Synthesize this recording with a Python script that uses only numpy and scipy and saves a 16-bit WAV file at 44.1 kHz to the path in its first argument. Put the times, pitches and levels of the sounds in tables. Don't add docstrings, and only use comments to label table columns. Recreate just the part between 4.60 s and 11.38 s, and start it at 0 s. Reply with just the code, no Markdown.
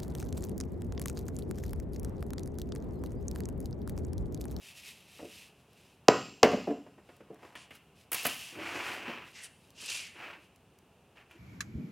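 import sys
import numpy as np
from scipy import signal
from scipy.fft import irfft
from scipy.io import wavfile
from scipy.ndimage import uniform_filter1d

SR = 44100
rng = np.random.default_rng(int(sys.argv[2]) if len(sys.argv) > 2 else 0)


def bounce(signal):
    frames = np.transpose(np.atleast_2d(signal))
    limited = np.clip(frames, -1, 1)
    pcm = np.round(limited * 32767).astype(np.int16)
    wavfile.write(sys.argv[1], SR, pcm)


N = 299030
TIME = np.arange(N) / SR

# f/Hz, relative level/dB, time to fade by 60 dB t60/s
IRON_TONES = [(1070, 4, .25), (1251, 4, .27), (1320, -3, .45), (1442, 0, .3), (1521, -1, .33),
              (1921, -5, .38), (2205, -5, .3), (2595, -2, .3), (3941, -10, .38), (4759, -9, .35),
              (5254, -9, .45), (6255, -12, .37), (7413, -7, .62)]
# f/Hz, relative level/dB, t60/s
BENCH_TONES = [(169, -12, .3), (213, -7, .22), (242, -6, .22), (277, -5, .26), (312, -6, .2),
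               (372, -3, .16), (436, -2, .17), (500, -1, .13), (580, -2, .15), (617, -4, .18),
               (657, -6, .16), (712, -5, .2), (781, -7, .18), (935, -13, .18)]
# f/Hz, relative level/dB
THUD_COLOUR = [(30, -45.5), (70, -25), (120, -11.5), (210, 5.5), (430, 5), (700, -2), (950, -20.5),
               (1400, -27.5), (4000, -55.5)]
# f/Hz, relative level/dB
CLACK_COLOUR = [(200, -29), (600, 1), (950, 3.5), (1350, -4), (1800, -1.5), (2800, -7.5), (4000, -20.5),
                (8000, -30), (15000, -37)]
# f/Hz, relative level/dB
JUDDER_COLOUR = [(50, -45), (80, 3.5), (100, -1), (130, -4), (230, -5.5), (290, 1), (335, 7.5), (400, -7),
                 (600, -5), (1500, -91)]


def amp(db):
    return 10 ** (np.asarray(db) / 20)


def read(points, hz):
    f, value = np.transpose(points)
    return np.interp(np.log(hz + 1), np.log(f + 1), value)


def evened(x):
    return x / np.sqrt(np.mean(x ** 2) + 1e-20)


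def crested(x):
    power = uniform_filter1d(x ** 2, size=260, mode="constant")
    return x / np.sqrt(power.max() + 1e-20)


def add(mix, s, sound):
    part = mix[max(round(s * SR), 0):][:len(sound)]
    part += sound[:len(part)]


def click(colour, spread_s=0., size=4096):
    hz = abs(np.fft.fftfreq(size, 1 / SR))
    log_gain = np.log(amp(read(colour, hz)))
    half = size // 2
    spectrum = np.exp(np.conj(signal.hilbert(log_gain)))[:half + 1]
    lag = 4 * np.pi * spread_s * np.sqrt(500 * hz[:half + 1])
    return irfft(spectrum * np.exp(-1j * lag))[:half]


def tinted(x, colour):
    return signal.oaconvolve(x, click(colour))[:len(x)]


def burst(colour, t60, swell_s=0.00057):
    t = TIME[:SR // 3]
    shape = (1 - np.exp(-t / swell_s)) * amp(-60 * t / t60)
    return crested(tinted(rng.standard_normal(len(t)) * shape, colour))


def ring(tones):
    t = TIME[:SR // 2]
    out = np.zeros(len(t))
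    for hz, db, t60 in tones:
        sign = rng.choice([-1, 1])
        out += sign * amp(db - 60 * t / t60) * np.sin(2 * np.pi * hz * t)
    return crested(out)


def friction(colour, per_s, flutter_db):
    catches = rng.standard_normal(N) * (rng.random(N) < per_s / SR)
    slow_noise = uniform_filter1d(rng.standard_normal(N), size=600)
    flutter = evened(uniform_filter1d(slow_noise, size=300))
    return evened(tinted(catches * amp(flutter_db * flutter), colour))


def resonate(x, hz, width_hz):
    turn = np.exp(2j * np.pi * np.cumsum(hz) / SR)
    r = np.exp(-np.pi * width_hz / SR)
    smooth = signal.lfilter([(1 - r) ** 2], [1, -2 * r, r * r], x / turn)
    return (turn * smooth).real


def speed(start, rise_s, fall_s):
    turn = np.interp(TIME, [start, start + rise_s, start + rise_s + fall_s], [0, 1, 2])
    return np.sin(np.pi / 2 * np.minimum(turn, 2 - turn))


def swell(middle, length_s):
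    return speed(middle - length_s / 2, length_s / 2, length_s / 2)


def mallet(face_hz=820, face_db=-10, face_lead_s=.0016):
    # t/s, blow level/dB, iron ring level/dB, bench ring level/dB, clack level/dB
    blows = [(1.4835, -8.5, -30, -23.5, -26.5), (1.8305, -9.5, -44.5, -17, -22)]
    # f/Hz, relative level/dB
    blow_colour = [(30, -63.5), (70, -43), (110, -21), (220, -13), (440, -1), (700, -8), (1100, -17),
                   (1700, -22.5), (2300, -26), (2700, -18), (3500, -29), (5000, -20), (7200, -27.5),
                   (8200, -41.5), (15000, -51)]
    out = np.zeros(N)
    blow = crested(click(blow_colour, spread_s=.0039))
    t = TIME[:SR // 250]
    face = crested(np.sin(2 * np.pi * face_hz * t) * np.hanning(len(t)))
    for s, db, iron_db, bench_db, clack_db in blows:
        add(out, s - face_lead_s, amp(db + face_db) * face)
        add(out, s, amp(db) * blow)
        add(out, s + .001, amp(iron_db) * ring(IRON_TONES))
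        add(out, s + 0.005, amp(bench_db) * ring(BENCH_TONES))
        add(out, s + 0.0022, amp(clack_db) * burst(CLACK_COLOUR, t60=.12))
    return out


def holdfast(bench_db=-8, iron_db=-12, swell_s=.003):
    # t/s, thud level/dB, clack level/dB
    knocks = [(0.589, -47.5, -53.5), (.624, -47, -77), (.642, -45, -75), (1.914, -30, -40),
              (1.930, -26.5, -42), (1.97, -36.5, -72), (2.071, -28.5, -49.5), (2.085, -32.5, -52),
              (2.104, -29, -49), (2.263, -52.5, -58), (2.379, -55, -59), (2.488, -52, -55.5),
              (2.602, -51.5, -58.5), (2.701, -42.5, -70), (2.724, -52, -66), (2.827, -55, -53),
              (2.847, -52.5, -55)]
    out = np.zeros(N)
    onset = 1 - np.exp(-TIME[:SR // 2] / swell_s)
    for s, thud_db, clack_db in knocks:
        add(out, s, amp(thud_db) * burst(THUD_COLOUR, t60=0.069, swell_s=swell_s))
        add(out, s, amp(thud_db + bench_db) * ring(BENCH_TONES) * onset)
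        add(out, s, amp(clack_db) * burst(CLACK_COLOUR, t60=0.083, swell_s=swell_s))
        add(out, s, amp(clack_db + iron_db) * ring(IRON_TONES) * onset)
    return out


def shaft():
    # start t/s, speeding up/s, slowing down/s, level/dB
    start, rise_s, fall_s, db = (2.55, 0.4, 0.22, -62)
    pull = speed(start, rise_s, fall_s) ** 2
    return amp(db) * pull * friction(CLACK_COLOUR, per_s=900, flutter_db=2.5)


def slaps():
    # t/s, thud level/dB, clap level/dB, snap level/dB
    contacts = [(2.953, -60, -44, -60.5), (3.107, -56, -49, -64), (3.152, -70, -57, -58.5),
                (3.517, -59, -38, -31.5), (3.529, -57, -39, -28), (3.544, -60, -38, -30),
                (3.631, -53, -65, -41), (3.652, -34.5, -28.5, -32), (3.665, -41, -35, -27.5),
                (4.478, -39.5, -55.5, -77), (4.492, -39.5, -59, -74), (5.223, -57.5, -54, -65),
                (6.71, -80, -54.5, -67)]
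    # f/Hz, relative level/dB
    clap_colour = [(150, -5.5), (500, 2), (900, 3), (2000, 7), (2900, 8), (3700, -4), (5000, -15),
                   (7500, -20), (15000, -42)]
    # f/Hz, relative level/dB
    snap_colour = [(2000, -26), (5000, -15.5), (8000, -12.5), (10500, -4), (12400, -2.5), (14000, -11),
                   (16000, -9)]
    out = np.zeros(N)
    for s, thud_db, clap_db, snap_db in contacts:
        add(out, s, amp(thud_db) * burst(THUD_COLOUR, t60=0.1))
        add(out, s, amp(clap_db) * burst(clap_colour, t60=0.092))
        add(out, s, amp(snap_db) * burst(snap_colour, t60=0.041))
    return out


def sheet(trim_db=-3, skid_law=1.22):
    # start t/s, speeding up/s, slowing down/s, level before the trim/dB
    skids = [(2.951, 0.015, 0.12, -52), (3.53, 0.021, .13, -36.5), (3.635, 0.018, 0.12, -35),
             (3.699, 0.12, 0.18, -44.5)]
    # f/Hz, relative level/dB
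    skid_colour = [(410, -34.5), (700, -7), (1480, -12), (1620, -8), (2160, -3), (2700, 5), (3840, -5.5),
                   (4550, -4), (10500, -9.5), (14600, -39), (16000, -27)]
    skid = np.zeros(N)
    for start, rise_s, fall_s, db in skids:
        skid += amp(db) * speed(start, rise_s, fall_s) ** skid_law
    return amp(trim_db) * skid * friction(skid_colour, per_s=11000, flutter_db=0.5)


def plank(scrape_trim_db=-1.0, judder_trim_db=-16, grit_trim_db=-2):
    # scrape and judder level/dB, grit level/dB
    slides = [(3.909, 0.23, 0.45, -38.5, -51.5), (4.45, 0.036, .24, -44.5, -68),
              (5.53, .12, 0.15, -45, -72), (6.55, 0.024, 0.084, -57, -76), (6.69, 0.027, .12, -63, -71)]
    # f/Hz, relative level/dB
    scrape_colour = [(150, -16.5), (300, -1), (460, -2.5), (630, -0.5), (1000, 1), (1500, 1.5), (2100, 2),
                     (2650, 4.5), (3100, -2.5), (3600, -11), (5000, -16.5), (9000, -30)]
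    # f/Hz, relative level/dB
    grit_colour = [(2500, -12), (4500, 0), (7000, -2.5), (10000, -9), (13000, -14.5), (16000, -25)]
    scrape_law, judder_law, grit_law = 1.12, 0.43, 1.9
    scrape, judder, grit = np.zeros((3, N))
    for start, rise_s, fall_s, db, dust_db in slides:
        push = speed(start, rise_s, fall_s)
        scrape += amp(db) * push ** scrape_law
        judder += amp(db) * push ** judder_law
        grit += amp(dust_db) * push ** grit_law
    scrape *= friction(scrape_colour, per_s=8000, flutter_db=0.8)
    judder *= friction(JUDDER_COLOUR, per_s=720, flutter_db=2.5)
    grit *= friction(grit_colour, per_s=12000, flutter_db=0.8)
    return amp(scrape_trim_db) * scrape + amp(judder_trim_db) * judder + amp(grit_trim_db) * grit


def shudders(trim_db=-4, length_s=0.12):
    # middle t/s, level before the trim/dB
    fits = [(.635, -42.5), (3.99, -40), (4.16, -42.5), (5.8, -58), (6.77, -58)]
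    shake = sum(amp(db) * swell(s, length_s) ** 2 for s, db in fits)
    return amp(trim_db) * shake * friction(JUDDER_COLOUR, per_s=820, flutter_db=1.0)


def sweeping(fizz_trim_db=-2, palm_width_hz=650, palm_sag_hz_per_s=3000, palm_lag=.25):
    # start t/s, speeding up/s, slowing down/s, swish level/dB, dust fizz level before the trim/dB,
    # palm level/dB, palm starting pitch f/Hz
    sweeps = [(4.714, 0.054, .16, -53, -68, -52.5, 2150), (5.11, 0.21, .24, -41, -46, -49.5, 2684)]
    # middle t/s, length/s, swish level/dB, fizz level before the trim/dB
    scratches = [(4.848, 0.081, -51, -45), (5.302, 0.023, -37, -37.5), (5.36, 0.041, -42, -42)]
    # f/Hz, relative level/dB
    swish_colour = [(150, -40.5), (400, -16), (900, -15.5), (1700, -10.5), (2200, -7), (2700, 5),
                    (3600, -3.5), (5000, -1.5), (7500, -6.5), (10000, -17), (13000, -20), (16000, -36)]
    # f/Hz, relative level/dB
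    fizz_colour = [(4000, -22), (7500, -2), (9500, 0), (10800, -4), (12000, -15), (16000, -28)]
    swish_law, fizz_law, palm_law = 2.48, 4.1, 2.6
    swish, fizz, palm = np.zeros((3, N))
    for start, rise_s, fall_s, db, dust_db, palm_db, palm_hz in sweeps:
        hand = speed(start, rise_s, fall_s)
        swish += amp(db) * hand ** swish_law
        fizz += amp(dust_db) * hand ** fizz_law
        hz = palm_hz - palm_sag_hz_per_s * np.clip(TIME - start - rise_s, 0, fall_s)
        hollow = speed(start + palm_lag * rise_s, rise_s, fall_s) ** palm_law
        tone = evened(resonate(rng.standard_normal(N), hz, palm_width_hz))
        palm += amp(palm_db) * hollow * tone
    for s, length_s, db, dust_db in scratches:
        catch = swell(s, length_s) ** 2
        swish = np.hypot(swish, amp(db) * catch)
        fizz = np.hypot(fizz, amp(dust_db) * catch)
    swish *= friction(swish_colour, per_s=13000, flutter_db=1.5)
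    fizz *= friction(fizz_colour, per_s=8600, flutter_db=3.5)
    return swish + amp(fizz_trim_db) * fizz + palm


def clothes(trim_db=-2, rustle_law=1.8):
    # middle t/s, length/s, level before the trim/dB
    rustles = [(0.076, 0.21, -50.5), (0.187, 0.1, -49), (0.274, .16, -47.5), (0.368, 0.26, -58),
               (0.557, 0.28, -55), (0.765, 0.37, -51.5), (1.003, .14, -71), (1.23, 0.41, -63.5),
               (2.523, 0.24, -68.5), (2.869, 0.23, -65.5), (3.146, 0.11, -59), (3.402, 0.15, -62.5),
               (4.3, .26, -48), (4.691, 0.17, -58.5), (5.065, 0.25, -67.5), (5.83, 0.17, -67)]
    # f/Hz, relative level/dB
    cloth_colour = [(530, -47), (900, -20), (1530, -17), (1700, -11.5), (2330, -4.5), (2600, 1),
                    (3430, -6.5), (3730, -5), (4410, -9), (4800, -7.5), (6640, -11.5), (11600, -13.5),
                    (14900, -24), (16000, -25.5)]
    rub = sum(amp(db) * swell(s, length_s) ** rustle_law for s, length_s, db in rustles)
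    return amp(trim_db) * rub * friction(cloth_colour, per_s=14000, flutter_db=0.82)


def specks():
    # t/s, level/dB
    ticks = [(1.132, -65.5), (2.566, -66), (2.744, -65), (5.104, -60), (5.96, -64), (6.187, -63.5)]
    # f/Hz, relative level/dB
    tick_colour = [(1000, -14), (3000, 0), (7000, -1), (16000, -6)]
    out = np.zeros(N)
    for s, db in ticks:
        add(out, s, amp(db) * burst(tick_colour, t60=0.012))
    return out


def air(hush_db=-64, hiss_hz=2680, width_hz=520, hiss_db=-74):
    # f/Hz, relative level/dB
    hush_colour = [(15, -62.5), (25, -29.5), (70, -5), (149, -3.5), (185, -3.5), (326, -11), (394, -7.5),
                   (489, -11), (754, -13), (1560, -21), (2690, -35), (2990, -37.5), (8360, -34),
                   (9070, -33), (16000, -41)]
    hush = evened(tinted(rng.standard_normal(N), hush_colour))
    b, a = signal.iirpeak(hiss_hz, hiss_hz / width_hz, SR)
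    hiss = evened(signal.lfilter(b, a, rng.standard_normal(N)))
    return amp(hush_db) * hush + amp(hiss_db) * hiss


def room(x, first_s=0.0063):
    # f/Hz, t60/s
    room_t60 = [(100, 1.08), (260, 0.3151), (700, 0.3036), (1800, 0.46), (2800, 0.7155), (5000, 0.64),
                (12800, 0.9)]
    # f/Hz, gain/dB
    room_colour = [(100, 1), (450, -1), (1100, 3.5), (2000, -3), (2750, 0), (3600, -3.5), (6000, -8),
                   (12000, -7.5)]
    signs = rng.choice([-1., 1.], SR)
    taps = signs * (rng.random(SR) < 4000 / SR) * (TIME[:SR] > first_s)
    hz, t, bands = signal.stft(taps, SR, nperseg=256)
    bands = bands * amp(-60 * t / read(room_t60, hz)[:, None])
    tail = signal.istft(bands, SR, nperseg=256)[1]
    return signal.fftconvolve(x, tinted(tail / np.linalg.norm(tail), room_colour))[:N]


def scene(blow_room_db=-5, knock_room_db=-4, rub_room_db=-6, bass_hz=85, noise_db=-82):
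    # f/Hz, gain/dB
    width = [(60, -26), (300, -36.5), (700, -35.5), (1500, -30), (4000, -30.5), (12000, -30)]
    # f/Hz, relative level/dB
    noise_colour = [(30, 8.5), (100, 5), (300, 2), (700, 2.5), (2500, -2.5), (6000, 0.5), (12000, 0),
                    (15000, -9.5)]
    blows = mallet()
    knocks = holdfast() + slaps()
    rubs = shaft() + shudders() + plank() + sheet() + sweeping() + clothes() + specks()
    wet = room(amp(blow_room_db) * blows + amp(knock_room_db) * knocks + amp(rub_room_db) * rubs)
    bass_cut = signal.butter(2, bass_hz, "highpass", fs=SR, output="sos")
    work = signal.sosfilt(bass_cut, blows + knocks + rubs + wet)
    mid = work + air()
    noise = evened(tinted(rng.standard_normal(N), noise_colour))
    side = tinted(room(mid), width) + amp(noise_db) * noise
    return mid + np.array([side, -side])


def record(dry, edge_hz=16200):
    limited = np.clip(dry, -1, 1)
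    lowpass = signal.firwin(511, edge_hz, window=("kaiser", 9), fs=SR)
    return signal.oaconvolve(limited, lowpass[None], "same")


dry = scene()
out = record(dry)
bounce(out)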